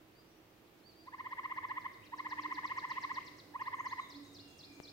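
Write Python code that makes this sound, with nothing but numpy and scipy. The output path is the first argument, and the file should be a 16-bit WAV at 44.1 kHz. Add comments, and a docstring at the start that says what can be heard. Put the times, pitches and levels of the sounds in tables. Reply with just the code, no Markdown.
"""Frog in a woodland swamp

A frog gives three rapid trills, each pulse a short rising note reflected by the water and the trunks.
A small bird answers with a dry trill and a run of swooping phrases; others whistle farther off.
A low hum sinks slowly over a distant rumble, and near the end there is one small click."""
import sys
import numpy as np
from scipy import signal
from scipy.fft import rfft, irfft
from scipy.io import wavfile
from scipy.ndimage import uniform_filter1d

SR = 44100
rng = np.random.default_rng(int(sys.argv[2]) if len(sys.argv) > 2 else 0)


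def int16_out(signal):
    """Quantize to a 16-bit WAV file."""
    q = np.round(np.clip(np.atleast_2d(signal).T, -1, 1) * 32767)
    wavfile.write(sys.argv[1], SR, q.astype(np.int16))


N = 217057
TIME = np.arange(N) / SR

# Spectra of the rumble and the hiss. Each row: frequency in Hz, relative density in dB.
RUMBLE_SPECTRUM = [(20, -36), (55, -16), (80, -6.5), (104, -0.5), (135, -1), (200, -3), (270, -1.5),
                   (320, 2), (355, 2.5), (400, -2), (480, -3.5), (700, -8), (1200, -13.5), (2500, -27)]
HISS_SPECTRUM = [(20, 0), (50, 10), (90, 5.5), (300, -5), (700, -0.5), (1300, 0), (2500, -0.5), (4500, -7),
                 (7000, -16), (10000, -30), (12500, -12.5), (15500, -11)]
# Slow growth of the rumble. Each row: time in seconds, level in dB.
RUMBLE_ENVELOPE = [(0, -64.5), (1.2, -64), (1.4, -62.5), (2.9, -60.7), (4.92, -61.5)]
# Likeness of the background at the two ears. 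Each row: frequency in Hz, correlation.
NOISE_CORRELATION = [(60, 0.87), (130, 0.93), (290, 0.74), (640, 0.47), (1400, 0), (15000, 0)]
# Balance of the background. Each row: frequency in Hz, left minus right in dB.
NOISE_BALANCE = [(60, -2.5), (380, -4), (700, -3), (1300, -2), (2400, 0), (15000, -1.2)]
# Sinking of the hum. Each row: time in seconds, pitch in Hz.
HUM_GLIDE = [(1, 318), (1.8, 305.5), (3.4, 299.5), (3.85, 287)]
# Swells of the hum. Each row: time in seconds, relative level in dB.
HUM_ENVELOPE = [(0.0, -70), (1.47, -70.5), (1.58, -61), (1.67, -78), (1.75, -59.5), (1.95, -75.5),
                (2.22, -59.5), (2.53, -54.5), (2.78, -65), (3.34, -61.5), (3.43, -77), (3.47, -61),
                (3.63, -71), (3.88, -66.5), (4.06, -73.5), (4.19, -49), (4.33, -62), (4.48, -55),
                (4.54, -72.5), (4.88, -58), (4.92, -71)]
# Nearer whistles. Each row: start and length in seconds, first, middle and last pitch in Hz,
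# relative level in dB.
NEAR_ARCS = [(.14, .084, 4300, 4740, 4920, -67), (.835, 0.088, 4150, 4680, 4230, -60),
             (.945, 0.11, 4330, 4740, 4330, -63.5), (3.79, 0.034, 5800, 6600, 6740, -63),
             (3.878, .03, 5680, 6450, 6750, -59.5)]
# Whistles deep in the wood. Each row: start and length in seconds, middle pitch in Hz,
# slide in Hz per second, relative level in dB.
FAR_SLIDES = [(.25, 0.13, 5700, -800, -74.5), (1.19, 0.17, 3420, -500, -75), (1.451, 0.54, 3450, 596, -76),
              (1.88, 0.37, 3815, 358, -71), (3.959, 0.109, 3910, -600, -59),
              (3.993, 0.095, 3630, -2000, -61.5), (4.212, 0.135, 3812, -900, -61.5),
              (4.384, 0.21, 2770, -800, -64.5), (4.44, .16, 3390, -800, -68),
              (4.624, 0.25, 2380, -200, -61.5)]
# Far rising peeps. Each row: start in seconds, relative level in dB.
FAR_PEEPS = [(2.012, -58), (2.365, -54.5), (2.67, -55.5), (2.905, -52), (3.177, -56), (3.568, -58)]
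# The bird's dry trill. Each row: time in seconds, gap between chips in seconds, relative level in dB.
DRY_TRILL = [(.514, .1285, -77), (1.03, .131, -68), (1.3, .1245, -66), (2.03, .1235, -63.5),
             (2.2, .1207, -54.5), (3.05, .1207, -50.5), (3.401, .1207, -55)]
# The bird's note shapes, in even steps of time. Each row: pitch in Hz, relative level in dB.
CHIP_SHAPE = [(8800, -9), (7000, -16), (5840, -9.5), (5090, -3.5), (4330, 1.5), (3777, 0), (2860, -8)]
SWOOP_SHAPE = [(9970, -7), (7900, -14), (5875, -7.5), (5080, 0.5), (4560, -1), (4330, -5.5), (4000, 19)]
FLICK_SHAPE = [(3300, 5.5), (3650, -1.5), (4200, 5), (4850, -5), (5400, 1.5)]
TICK_SHAPE = [(9100, -4.5), (7520, -20.5), (6630, -10), (5600, -16)]
# The frog's trills. Each row: time the first note shuts in seconds, note count, first gap, growth per
# gap and delay of the last note in seconds, softening of the first note in dB, overtone gain in dB.
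FROG_TRILLS = [(1.0886, 13, .0610, .00048, .015, 10.5, -1), (2.1441, 17, .0635, .00022, .002, 2, 0),
               (3.5644, 8, .0602, .00076, 0, 0, -2)]
# Harmonics of the frog's note. Each row: harmonic number, relative level in dB, left minus right in dB,
# phase lead of the left ear in radians at a pitch of 1 kHz.
FROG_HARMONICS = [(1, -3, -3, 0.85), (2, 1.5, 1.5, 2.206), (3, -21, -3, 3.7)]


def from_db(db):
    """Amplitude grows tenfold for every 20 dB."""
    return 10 ** (np.asarray(db) / 20)


def unit_rms(x):
    """Normalisation brings the mean power to one."""
    return x / np.sqrt(np.mean(x ** 2) + 1e-20)


def in_time(rows):
    """Linear interpolation gives a curve's value at every sample."""
    return np.interp(TIME, *np.transpose(rows))


def at_hz(points, hz):
    """A spectrum is interpolated on a logarithmic frequency axis."""
    f, value = np.transpose(points)
    return np.interp(np.log(np.maximum(hz, 1)), np.log(f), value)


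def pan(balance_db):
    """A level difference between the ears sets direction; positive is left."""
    return from_db(np.array([[.5], [-.5]]) * balance_db)


def add(out, s, sound):
    """Superposition: a sound joins the mix at s seconds."""
    i = max(round(s * SR), 0)
    part = sound[..., :max(N - i, 0)]
    out[..., i:i + part.shape[-1]] += part


def drift(rate_hz):
    """Low-passed noise wanders smoothly, with unit spread."""
    hz = np.arange(N // 2 + 1) * SR / N
    return unit_rms(irfft(rfft(rng.standard_normal(N)) / (1 + (hz / rate_hz) ** 4), N))


def stereo_noise(spectrum):
    """Partial coherence: the ears receive similar bass and unrelated treble."""
    hz = np.arange(N // 2 + 1) * SR / N
    mid, side = rfft(rng.standard_normal((2, N)))
    alike = at_hz(NOISE_CORRELATION, hz)
    both = np.sqrt(1 + alike) * mid + np.sqrt(1 - alike) * side * [[1], [-1]]
    return unit_rms(irfft(both * from_db(at_hz(spectrum, hz)) * pan(at_hz(NOISE_BALANCE, hz)), N))


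def background(hiss_db=-67.5):
    """Independent noises add in power: a distant rumble and a faint even hiss."""
    rumble = from_db(in_time(RUMBLE_ENVELOPE)) * stereo_noise(RUMBLE_SPECTRUM)
    return rumble + from_db(hiss_db) * stereo_noise(HISS_SPECTRUM)


def wavering(hz, depth, rate_hz):
    """Random modulation in quadrature makes a tone waver in level and phase."""
    phase = 2 * np.pi * np.cumsum(hz) / SR
    in_phase = (1 + depth * drift(rate_hz)) * np.sin(phase)
    return unit_rms(in_phase + depth * drift(rate_hz) * np.cos(phase))


def hum(gain_db=-1, drone_hz=102, drone_db=-74.5, drone_start_s=1.1, drone_fade_s=.2):
    """Amplitude modulation swells and fades a sinking tone; a deeper drone enters beneath it."""
    tone = from_db(in_time(HUM_ENVELOPE) + gain_db) * wavering(in_time(HUM_GLIDE), .36, rate_hz=19.6)
    fade_in = np.clip((TIME - drone_start_s) / drone_fade_s, 0, 1)
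    drone = from_db(drone_db) * fade_in * wavering(np.full(N, drone_hz), depth=1.2, rate_hz=18)
    return (tone + drone) * pan(-5)


def whistles(rows, waver_hz):
    """Frequency modulation: each note wavers about a parabola through three pitches."""
    out, waver = np.zeros(N), waver_hz * drift(rate_hz=112)
    for s, length_s, *pitches_hz, db in rows:
        u = np.linspace(0, 1, int(length_s * SR))
        arc_hz = np.polyval(np.polyfit([0, .5, 1], pitches_hz, 2), u)
        hz = arc_hz + np.roll(waver, -int(s * SR))[:len(u)]
        envelope = from_db(db) * np.sqrt(np.abs(np.sin(np.pi * u)))
        add(out, s, envelope * np.sin(2 * np.pi * np.cumsum(hz) / SR))
    return out


def woods(x, t60_s, onset_s, echoes_per_s=2500):
    """Scattering by trees: a cloud of uneven echoes builds up and decays exponentially."""
    t = TIME[:int(1.5 * SR)]
    reflections = rng.standard_normal((2, len(t))) * (rng.random((2, len(t))) < echoes_per_s / SR)
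    echoes = reflections * from_db(-60 * t / t60_s) * (1 - np.exp(-t / onset_s))
    echoes /= np.sqrt(np.sum(echoes ** 2, axis=1, keepdims=True))
    return signal.fftconvolve(np.atleast_2d(x), echoes, axes=1)[:, :N]


def foliage(x):
    """Interference: very short echoes from twigs near the path break up a clean glide."""
    return .73 * x + .55 * woods(x, t60_s=.06, onset_s=.001)


def whistling_birds(peep_s=.034, peep_hz=(2300, 2630, 3480)):
    """The farther the bird, the greater the ratio of scattered to direct sound."""
    slides = [(s, length_s, hz - slide * length_s / 2, hz, hz + slide * length_s / 2, db)
              for s, length_s, hz, slide, db in FAR_SLIDES]
    peeps = [(s, peep_s, *peep_hz, db) for s, db in FAR_PEEPS]
    near = whistles(NEAR_ARCS, waver_hz=34.8)
    far = whistles(slides + peeps, waver_hz=30.4)
    scattered = woods(from_db(-7) * near + from_db(-1) * far, t60_s=1, onset_s=.0091)
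    return foliage(near) + from_db(-2) * woods(far, t60_s=.046, onset_s=.0009) + scattered


def glide(shape, length_s):
    """A bird's note is a swept sine, its phase the integral of its pitch."""
    u = np.linspace(0, 1, int(length_s * SR))
    hz, db = (np.interp(u, np.linspace(0, 1, len(c)), c) for c in np.transpose(shape))
    soft_ends = np.clip(10 * np.minimum(u, 1 - u), 0, 1)
    return from_db(db) * np.sin(2 * np.pi * np.cumsum(hz) / SR) * soft_ends


def songbird(phrase_start_s=3.5975, phrase_gap_s=.2438, scatter_hz=6200):
    """Fast frequency sweeps form a crescendo of falling chips, then phrases of ticks, swoop and flick."""
    song = np.zeros(N)
    run_s, gaps_s, levels_db = np.transpose(DRY_TRILL)
    s = run_s[0]
    while s < run_s[-1]:
        add(song, s, from_db(np.interp(s, run_s, levels_db)) * glide(CHIP_SHAPE, length_s=.044))
        s += np.interp(s, run_s, gaps_s)
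    for k in range(6):
        s = phrase_start_s + k * phrase_gap_s
        gain = from_db(-53.5 - 7.5 * np.exp(-k / 1.1))  # the phrases soon reach full strength
        if k:
            add(song, s - .097, gain * glide(TICK_SHAPE, length_s=.018))
            add(song, s - .072, gain * glide(TICK_SHAPE, length_s=.016))
        add(song, s, gain * glide(SWOOP_SHAPE, length_s=.041))
        add(song, s + .055, gain * glide(FLICK_SHAPE, length_s=.032))
    # the leaves reflect the middle of the song's range best
    leaves = signal.butter(1, [.78 * scatter_hz, 1.28 * scatter_hz], "band", fs=SR, output="sos")
    return foliage(song) + from_db(2.5) * woods(signal.sosfilt(leaves, song), t60_s=.85, onset_s=.0027)


def trill_notes(note_db=-30.5, uneven_db=.38, warm_up_notes=2.67, brighten_notes=.56):
    """A trill is a slowing pulse train that starts soft, round and pure and then fills out."""
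    notes = []
    for start_s, count, gap_s, slowing_s, held_s, softer_db, bright_db in FROG_TRILLS:
        k = np.arange(count)
        s = start_s + gap_s * k + slowing_s * k * (k - 1) / 2 + held_s * (k == k[-1])
        level_db = note_db - softer_db * np.exp(-k / warm_up_notes) + rng.normal(0, uneven_db, count)
        purity = np.exp(-k / brighten_notes)
        overtone_db = bright_db - 6.5 - 8.5 * purity
        round_ms = 3.2 * purity
        notes += zip(s, level_db, overtone_db, round_ms)
    return notes


def frog_pulse(lead_s, overtone_db, round_ms, top_hz=1070, climb_hz_per_ms=8, rasp_hz=2700):
    """A harmonic note rises, swells and shuts abruptly; its overtones and a faint rasp flare midway."""
    ms = np.arange(-int(lead_s * SR), int(.005 * SR)) * 1000 / SR  # zero where the note shuts
    ms *= 1 + .05 * rng.normal()  # no two notes are equally long
    flip_hz = 62.5 * np.exp(ms / 3.53)  # the pitch flips up at the close
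    hz = top_hz + rng.normal(0, 10.02) + climb_hz_per_ms * ms + flip_hz
    hz += 16 * unit_rms(uniform_filter1d(rng.standard_normal(len(ms)), size=60))  # slight wobble
    phase = 2 * np.pi * (np.cumsum(hz) / SR + rng.random())
    # a rounder note peaks earlier and shuts more gently
    shut = np.exp(-(np.maximum(ms + 2.48 + round_ms, 0) / (2.17 + round_ms)) ** 2)
    low_gate, high_gate = (shut * np.clip((ms + 31) / open_ms, 0, 1) for open_ms in (16.4, 3.8))
    swell = from_db(3.5 + .74 * (ms + round_ms / 2)) * low_gate
    flare = from_db(overtone_db - .72 * np.abs(ms + 9.4)) * high_gate
    partials = []
    for harmonic, db, balance_db, lead_rad in FROG_HARMONICS:
        # the frog sits to the left, so the phase gap between the ears grows with pitch
        ear_phase = np.array([[.5], [-.5]]) * lead_rad * hz / 1000
        envelope = from_db(db) * (swell if harmonic == 1 else flare)
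        partials.append(envelope * pan(balance_db) * np.sin(harmonic * phase + ear_phase))
    throat = signal.butter(2, [.84 * rasp_hz, 1.25 * rasp_hz], "band", fs=SR, output="sos")
    rasp = from_db(-26) * flare * unit_rms(signal.sosfilt(throat, rng.standard_normal(len(ms))))
    return partials[0], sum(partials[1:]) + rasp


def frog(lead_s=.045, water_echo_ms=4.7):
    """Reflection: water mirrors the trills; trunks return the overtones more than the fundamental."""
    low, high = np.zeros((2, 2, N))
    for s, db, overtone_db, round_ms in trill_notes():
        fundamental, overtones = frog_pulse(lead_s, overtone_db, round_ms)
        add(low, s - lead_s, from_db(db) * fundamental)
        add(high, s - lead_s, from_db(db) * overtones)
    out = low + high
    add(out, water_echo_ms / 1000, from_db(-12) * low + from_db(-7.5) * high)
    out += from_db(-10) * woods(low, t60_s=.86, onset_s=.002)
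    return out + from_db(-6.5) * woods(high, t60_s=.97, onset_s=.0013)


def click(start_s=4.8012, rise_ms=.043, decay_ms=.66, low_cut_hz=90):
    """A brief pulse has a broad spectrum: one small snap, mostly on the left."""
    out, ms = np.zeros((2, N)), 1000 * TIME[:SR // 100]
    pulse = (1 - np.exp(-ms / rise_ms)) * np.exp(-(ms / decay_ms) ** 2)
    add(out, start_s, from_db(-40) * pan(balance_db=21) * pulse)
    return signal.sosfilt(signal.butter(1, low_cut_hz, "high", fs=SR, output="sos"), out)


def scene():
    """The pressures of all the sources add at the bank."""
    return frog() + songbird() + whistling_birds() + hum() + background() + click()


def record(dry):
    """An elliptic low-pass filter cuts steeply above 15.8 kHz."""
    return signal.sosfilt(signal.ellip(12, .1, 70, 15800, fs=SR, output="sos"), dry)


dry = scene()
out = record(dry)
int16_out(out)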